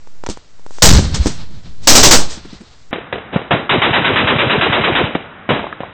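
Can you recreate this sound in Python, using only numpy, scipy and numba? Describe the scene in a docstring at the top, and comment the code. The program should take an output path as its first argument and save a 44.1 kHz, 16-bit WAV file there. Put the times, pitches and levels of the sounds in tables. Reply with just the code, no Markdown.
"""A light machine gun fires beside a body camera in a field, its blasts and pressure swings driving the
microphone against the rails, amid rifle cracks made of blast waves and far low knocks. Then, at a
vehicle's turret: single rifle shots that ring the armour and a twelve-round burst of the mounted heavy
gun, made of shaped noise and a sinking roar, heard through a dull, overloaded recorder."""
import sys
import numpy as np
from scipy import signal
from scipy.fft import rfft, irfft
from scipy.io import wavfile
from scipy.ndimage import uniform_filter1d
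from numba import njit

SR = 44100
rng = np.random.default_rng(int(sys.argv[2]) if len(sys.argv) > 2 else 0)


def inscribe(sig):
    """Save sig as 16-bit PCM at rate SR to the path in sys.argv[1].

    A 1-D sig is mono; a 2-D sig holds one channel per row.
    Samples are clipped to [-1, 1] before scaling.
    """
    pcm = np.round(np.clip(np.atleast_2d(sig).T, -1, 1) * 32767)
    wavfile.write(sys.argv[1], SR, pcm.astype(np.int16))


N = 261513
T = np.arange(int(1.5 * SR)) / SR  # time axis of one sound [s]
FIELD_END_S = 2.91
FIELD_TOP_HZ, TURRET_TOP_HZ, TOP_HZ = 8500, 3930, 15700

# light gun and rifle blast spectrum: (frequency [Hz], relative density [dB])
LIGHT_BLAST_SPECTRUM = [(60, -18), (250, 1.5), (600, -2), (1200, -4.5), (2500, -7), (4200, -2), (6000, 1),
                        (8000, -4.5), (15000, -14.5)]
# field echo spectrum: (frequency [Hz], relative density [dB])
FIELD_ECHO_SPECTRUM = [(60, 20.5), (220, -7.5), (500, 1), (1200, 1), (2500, -3), (4200, 3), (6000, -6.5),
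                       (8000, -17), (15000, -33)]
# heavy gun blast spectrum: (frequency [Hz], relative density [dB])
HEAVY_BLAST_SPECTRUM = [(30, -24.5), (120, 4.5), (300, 5.5), (550, 1.5), (900, 9.5), (1700, 10),
                        (2600, 8.5), (4000, 4.5)]
# heavy gun spectrum as the trees return it: (frequency [Hz], relative density [dB])
HEAVY_ECHO_SPECTRUM = [(30, -9), (130, -3.5), (300, -1), (550, -0.5), (1000, -6), (1900, -8.5),
                       (3000, -7.5), (4000, -16.5)]
# scattered sound around the turret: (frequency [Hz], relative density [dB])
TURRET_SCATTER_SPECTRUM = [(30, -13.5), (130, 2), (300, 2), (480, -0.5), (750, 1), (1100, -4.5),
                           (1900, -5.5), (3000, -9), (4000, -13)]


def light_gun():
    """Rounds at a steady cycle; the pressure swings down and up by turns."""
    # bursts: (start [s], rounds, relative blast level [dB], relative first boom level [dB])
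    bursts = [(.821, 1, 6, 1), (1.872, 4, 6.5, -15.5)]
    cycle_s, swing_drive, boom_step_db = .079, 0.88, -5.5
    opening_decay_s, following_decay_s = 0.052, 0.033
    out = np.zeros(N)
    for start_s, rounds, blast_db, first_boom_db in bursts:
        for k in range(round(rounds)):
            decay_s = following_decay_s if k else opening_decay_s
            lean = -swing_drive * (-1) ** k
            boom_db = first_boom_db + k * boom_step_db
            add(out, start_s + k * cycle_s, light_round(blast_db, decay_s, boom_db, lean))
    return out


def light_round(blast_db, decay_s, boom_db, lean):
    """A dense blast with a low body, a rolling boom, an echo from the trees and a slow pressure swing."""
    # low body of the muzzle blast: (frequency [Hz], relative density [dB])
    body_spectrum = [(60, 3.5), (180, -1.5), (300, 0), (550, -5), (900, -5.5), (2000, -27), (5000, -49.5)]
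    # ground boom: (frequency [Hz], relative density [dB])
    boom_spectrum = [(25, -7.5), (45, -3.5), (90, -3), (190, -9.5), (300, -20), (600, -31.5), (2000, -56)]
    blast = amp(blast_db) * onset(0.0014) * decay(decay_s) * noise(LIGHT_BLAST_SPECTRUM)
    body = amp(blast_db - 9) * onset(0.023) * decay(0.042) * noise(body_spectrum)

    # uneven ground returns the boom and the echo in lumps
    roll = lumps(rate_hz=28)
    boom_fall = decay(.11) + amp(-25) * decay(.45)
    boom = amp(boom_db + 3 * roll) * onset(.03) * boom_fall * noise(boom_spectrum)
    # the stronger the boom, the more the tree line sends back
    echo_db = -17 + 0.53 * boom_db + 4.9 * roll
    echo = amp(echo_db) * onset(.03) * decay(0.22) * noise(FIELD_ECHO_SPECTRUM)

    # the swing leans the microphone against one rail, which chokes the blast, then drifts back slowly
    u = T / 0.031
    push = 1.85 * u ** 2 * np.exp(-u)
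    drift_back = .2 * onset(.1) ** 2 * decay(.25)
    return blast + body + boom + echo + lean * (push - drift_back)


def heavy_gun():
    """A string of rounds, each slightly weaker, each closed by a thump and the bolt's clatter."""
    start_s, first_cycle_s, cycle_s, rounds = 3.692, .125, .1132, 12
    first_db, step_db = 2.8, -0.1221  # first round, change per round
    thump_s, thump_db, thump_hz, bolt_s = .093, -12, 125.2, .088  # times after each round
    thump_scatter_s, thump_scatter_db = .002, -1
    out = np.zeros(N)
    for k, (late, strong) in enumerate(rng.standard_normal((rounds, 2))):
        s = start_s
        if k:
            s += first_cycle_s + (k - 1) * cycle_s
        closing = thump(thump_hz, delay_s=thump_s + thump_scatter_s * late)
        closing *= amp(thump_db + thump_scatter_db * strong)
        add(out, s, amp(first_db + k * step_db) * heavy_round() + closing)
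        clatter = amp(-19.0) * decay(0.033) * dull_noise(HEAVY_BLAST_SPECTRUM)
        add(out, s + bolt_s, clatter)
    return out


def heavy_round():
    """A bright blast, a roar of band-passed noise that sinks in pitch, and the echo of the trees."""
    blast_fall = amp(-7.0) * decay(0.0032) + amp(-13.5) * np.exp(-(T / 0.064) ** 2)
    blast = onset(0.004) * blast_fall * dull_noise(HEAVY_BLAST_SPECTRUM)

    roar_hz = 70 + 5000 * decay(.0225)
    roar_swell = np.exp(-((T - .060) / .028) ** 2)
    roar = moving_band(rng.standard_normal(len(T)), roar_hz, 1.4)
    roar = moving_band(roar, roar_hz, 1.4)
    roar *= np.sqrt(SR / np.pi / roar_hz)  # offsets the power lost as the band narrows

    echo = amp(-12.5) * onset(0.039) * decay(0.093) * dull_noise(HEAVY_ECHO_SPECTRUM)
    return blast + amp(-16) * roar * roar_swell + echo


def field_rifle_fire():
    """Lone cracks, and full shots: a pulse with a low knock, then a strong reflection and longer spray."""
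    # cracks: (time [s], relative pulse level [dB], pulse length [ms])
    cracks = [(.073, -23, 0.59), (.2378, -9, 0.73), (0.2638, -0.5, .16), (0.2688, -7.5, 0.56),
              (.373, -15.5, .75), (.595, -27.5, 1.1), (.664, -15, .85), (0.708, -17.5, .77),
              (.785, -11.5, 0.38), (.992, 3.5, 1.6)]
    # full shots: (time [s], relative pulse level [dB], relative scatter level [dB])
    shots = [(0.2889, -4.5, -25), (1.259, 6, -19.5)]
    crack_spray_db, crack_spray_s = -24.5, .0032  # level relative to the pulse
    shot_ms, knock_db, shot_spray_s = 2.3, -19, 0.019
    bounce_s, bounce_db = 0.0091, -7
    out = np.zeros(N)
    for s, pulse_db, ms in cracks:
        add(out, s, field_report(pulse_db, ms, pulse_db + crack_spray_db, crack_spray_s))
    for s, pulse_db, scatter_db in shots:
        direct = field_report(pulse_db, shot_ms, scatter_db, crack_spray_s)
        bounce = field_report(pulse_db + bounce_db, shot_ms, scatter_db, shot_spray_s)
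        add(out, s, knock(pulse_db + knock_db) - direct)
        add(out, s + bounce_s, bounce)
    return out


def field_report(pulse_db, ms, scatter_db, spray_s):
    """A sharp pulse that rings the camera's case, with a short spray of reflections."""
    pulse = report(pulse_db, ms, ground_db=-12, ground_s=.0021)
    pulse = butter(pulse, min(1300 / ms, SR / 3), "low")  # longer pulses have rounder fronts
    case = amp(-5.5) * ring(pulse, hz=840, width=0.66)
    case += amp(-9.5) * ring(pulse, hz=244, width=.3) * min(ms / 2, 1)
    spray = decay(spray_s) * noise(LIGHT_BLAST_SPECTRUM)
    spray += amp(-18.5) * decay(0.081) * noise(FIELD_ECHO_SPECTRUM)
    return amp(-3.5) * pulse + case + amp(scatter_db) * spray


def turret_rifle_fire():
    """Cracks ring the armour plates, with close reflections, two dull slaps and the echo of the trees."""
    # cracks: (time [s], relative pulse level [dB], pulse length [ms])
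    cracks = [(2.929, 6, 0.18), (3.1266, 7, .16), (3.361, 6, 0.42), (3.508, -3, 0.2), (5.151, -2, 1),
              (5.505, 8.5, 0.43), (5.805, -6.5, 1)]
    close_db, close_decay_s = -20.5, 0.013  # level relative to the pulse
    out = np.zeros(N)
    for s, pulse_db, ms in cracks:
        pulse = report(pulse_db, ms, ground_db=-10.0, ground_s=.004)
        low_plate, high_plate = plates(pulse)
        armour = amp(4) * low_plate + amp(-13) * high_plate
        close = amp(pulse_db + close_db) * decay(close_decay_s) * dull_noise(TURRET_SCATTER_SPECTRUM)
        trees = onset(0.013) * decay(0.079) * dull_noise(TURRET_SCATTER_SPECTRUM)
        trees *= amp(-27 + 0.44 * pulse_db)
        add(out, s, amp(-3) * pulse + armour + close + trees)
        for lag_s in (.030, .055):
            slap = np.sin(2 * np.pi * 450 * T) + amp(-5.5) * dull_noise(HEAVY_ECHO_SPECTRUM)
            add(out, s + lag_s, amp(pulse_db - 21) * decay(0.0038) * slap)
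    return out


def plates(pulse):
    """The two resonances of the turret's armour."""
    return ring(pulse, hz=560, width=.2), ring(pulse, hz=950, width=.25)


def report(pulse_db, ms, ground_db, ground_s):
    """A shot's pressure pulse with its softer, longer bounce off the ground."""
    return amp(pulse_db) * (blast_wave(ms) + amp(ground_db) * blast_wave(1.6 * ms, ground_s))


def blast_wave(ms, delay_s=0):
    """A shock front, falling pressure, then suction of equal area."""
    u = np.maximum(T - delay_s, 0) * 1000 / ms
    return (u > 0) * (1 - u) * np.exp(-u)


def blasts(colour):
    """Short dense muzzle blasts: noise that starts almost at once and dies away."""
    # blasts: (time [s], relative level [dB], decay [s])
    events = [(1.1433, -14, 0.017), (3.507, -7.5, 0.056), (5.149, -8, 0.0084), (5.489, -10, 0.077)]
    envelope = np.zeros(N)
    for s, db, decay_s in events:
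        add(envelope, s, amp(db) * onset(0.0014) * decay(decay_s))
    return colour * envelope


def thumps():
    """Single low dips of pressure."""
    # thumps: (time [s], relative level [dB], pitch [Hz])
    events = [(1.21, -4, 62), (3.3633, -2, 183), (3.542, -7, 158), (5.1542, -6, 253), (5.536, -13.5, 148)]
    out = np.zeros(N)
    for s, db, hz in events:
        lead_s = 2 / hz
        add(out, s - lead_s, -amp(db) * thump(hz, delay_s=lead_s))
    return out


def thump(hz, delay_s):
    """One smooth low push of pressure with a dip on either side."""
    cycles = hz * (T - delay_s)
    return np.cos(2 * np.pi * cycles) * np.exp(-(cycles / .72) ** 2)


def small_knocks():
    """Small short knocks, perhaps faint shots; each rings at two pitches, the upper 1.3 times the lower."""
    # knocks: (time [s], relative level [dB], lower pitch [Hz])
    events = [(5.594, -14.5, 950), (5.642, -13, 660), (5.668, -15.5, 814), (5.727, -14, 1280),
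              (5.834, -15, 740)]
    out = np.zeros(N)
    for s, db, hz in events:
        tones = np.sin(2 * np.pi * hz * T) + amp(-2) * np.sin(2 * np.pi * 1.3 * hz * T)
        tick = amp(-17) * decay(0.0016) * rng.standard_normal(len(T))
        add(out, s, amp(db) * (tones * decay(0.0028) + tick))
    return out


def far_gun():
    """Bursts further off; distance leaves only a low knock of each round."""
    # bursts: (start [s], rounds, relative level [dB])
    bursts = [(1.504, 1, -43), (2.370, 4, -33.5)]
    cycle_s = .078
    out = np.zeros(N)
    for start_s, rounds, db in bursts:
        for k in range(round(rounds)):
            add(out, start_s + k * cycle_s, knock(db))
    return out


def knock(db):
    """The soft, dull low part of a shot: two tones and low noise."""
    # what distance leaves of a shot: (frequency [Hz], relative density [dB])
    far_spectrum = [(90, -14), (200, 10), (400, 3.5), (600, -12.5), (1500, -14), (4000, -24)]
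    tone = np.sin(2 * np.pi * 205 * T) + amp(-8.5) * np.sin(2 * np.pi * 335 * T)
    tone += amp(-0.5) * noise(far_spectrum)
    return amp(db) * 2 * onset(.004) * decay(.013) * tone


def hisses(colour):
    """Brief noise that swells quickly and fades more slowly."""
    # hisses: (crest time [s], relative level [dB], fall time [s])
    events = [(.775, -43, 0.16), (1.255, -32, 0.099), (1.849, -36.5, .04), (2.315, -30, 0.052),
              (3.339, -20.5, .028)]
    t = np.arange(N) / SR
    envelope = np.zeros(N)
    for s, db, fall_s in events:
        width_s = np.where(t < s, .45 * fall_s, fall_s)
        envelope += amp(db) * np.exp(-((t - s) / width_s) ** 2)
    return colour * envelope


def field(low):
    """The body camera clips hard; only the clipped edges reach above its band."""
    # background air: (frequency [Hz], relative density [dB])
    air_spectrum = [(30, 5), (100, -0.5), (250, -8.5), (500, -11.5), (1400, -14.5), (3000, -19.5),
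                    (5000, -18), (7500, -20), (9000, -36)]
    # slow air pressure on the camera, below hearing: (frequency [Hz], relative density [dB])
    drift_spectrum = [(1, 0), (3, -16), (8, -46), (30, -85), (100, -120)]
    air = amp(-51.0) * noise(air_spectrum, size=N)
    drift = amp(-25.5) * noise(drift_spectrum, size=N)
    hiss = hisses(noise(LIGHT_BLAST_SPECTRUM, size=N))
    shots = light_gun() + field_rifle_fire() + far_gun()
    shots += blasts(noise(LIGHT_BLAST_SPECTRUM, size=N))
    clipped = overload(shots + low + hiss + air + drift)
    edges = butter(clipped - np.tanh(clipped), FIELD_TOP_HZ, "high", order=4)
    return amp(1.0) * band_limit(clipped, FIELD_TOP_HZ) + amp(-1.5) * edges


def turret(low):
    """The turret's recorder squashes the blasts and keeps a telephone-like band."""
    # background air: (frequency [Hz], relative density [dB])
    air_spectrum = [(30, 3.5), (110, 6), (220, 3), (500, 0.5), (900, 1), (1500, 2.5), (2600, -7),
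                    (4000, -15.5)]
    rail = .85
    air = amp(-37.0) * dull_noise(air_spectrum, size=N)
    hiss = hisses(dull_noise(TURRET_SCATTER_SPECTRUM, size=N))
    shots = heavy_gun() + turret_rifle_fire()
    shots += blasts(dull_noise(TURRET_SCATTER_SPECTRUM, size=N))
    sound = butter(shots + small_knocks() + low + hiss + air, 50, "high")
    return band_limit(rail * overload(sound / rail), TURRET_TOP_HZ)


def overload(x):
    """A microphone that rounds off into its rails at +-1."""
    return x / (1 + x ** 6) ** (1 / 6)


def amp(db):
    """Decibels to gain."""
    return 10 ** (np.asarray(db) / 20)


def onset(rise_s):
    """Exponential rise from 0 towards 1."""
    return 1 - np.exp(-T / rise_s)


def decay(fall_s):
    """Exponential fall from 1."""
    return np.exp(-T / fall_s)


def add(track, s, sound):
    """Mix a sound into a track at time s."""
    i = int(s * SR)
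    track[i:i + len(sound)] += sound[:len(track) - i]


def noise(spectrum, size=len(T)):
    """Noise of rms 1 shaped by a spectrum, falling off below its first frequency."""
    hz, db = np.transpose(spectrum)
    f = np.fft.rfftfreq(size, 1 / SR) + 1e-9  # keeps log(0) out
    gain = amp(np.interp(np.log(f), np.log(hz), db)) * np.minimum(f / hz[0], 1)
    x = irfft(rfft(rng.standard_normal(size)) * gain, size)
    return x / x.std()


def dull_noise(spectrum, size=len(T)):
    """Coloured noise of rms 1 inside the turret recorder's band."""
    x = band_limit(noise(spectrum, size), TURRET_TOP_HZ)
    return x / x.std()


def lumps(rate_hz):
    """Slow random curve of spread near 1: random values joined by ramps."""
    hold = int(SR / rate_hz)
    steps = np.repeat(rng.standard_normal(len(T) // hold + 1), hold)
    return 1.2 * uniform_filter1d(steps, hold)[:len(T)]


def butter(x, hz, kind, order=2):
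    """Gentle low-pass or high-pass."""
    return signal.sosfilt(signal.butter(order, hz, kind, fs=SR, output="sos"), x)


def band_limit(x, hz):
    """Steep low-pass."""
    return signal.sosfilt(signal.ellip(12, .2, 85, hz, fs=SR, output="sos"), x)


@njit
def moving_band(x, hz, width):
    """State-variable band-pass with a moving centre; width is a share of the centre."""
    y, band, low = np.empty(len(x)), 0., 0.
    for i in range(len(x)):
        g = np.tan(np.pi * hz[i] / SR)
        v = (band + g * (x[i] - low)) / (1 + g * (g + width))
        band, low, y[i] = 2 * v - band, low + 2 * g * v, width * v
    return y


def ring(x, hz, width):
    """A fixed resonance; width is a share of its centre."""
    return moving_band(x, np.full(len(x), float(hz)), float(width))


def scene():
    """First the field, then the turret."""
    low = thumps()
    in_field = np.arange(N) / SR < FIELD_END_S
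    return np.where(in_field, field(low), turret(low))[None]


def record(dry):
    """The top is cut."""
    return band_limit(dry, TOP_HZ)


dry = scene()
out = record(dry)
inscribe(out)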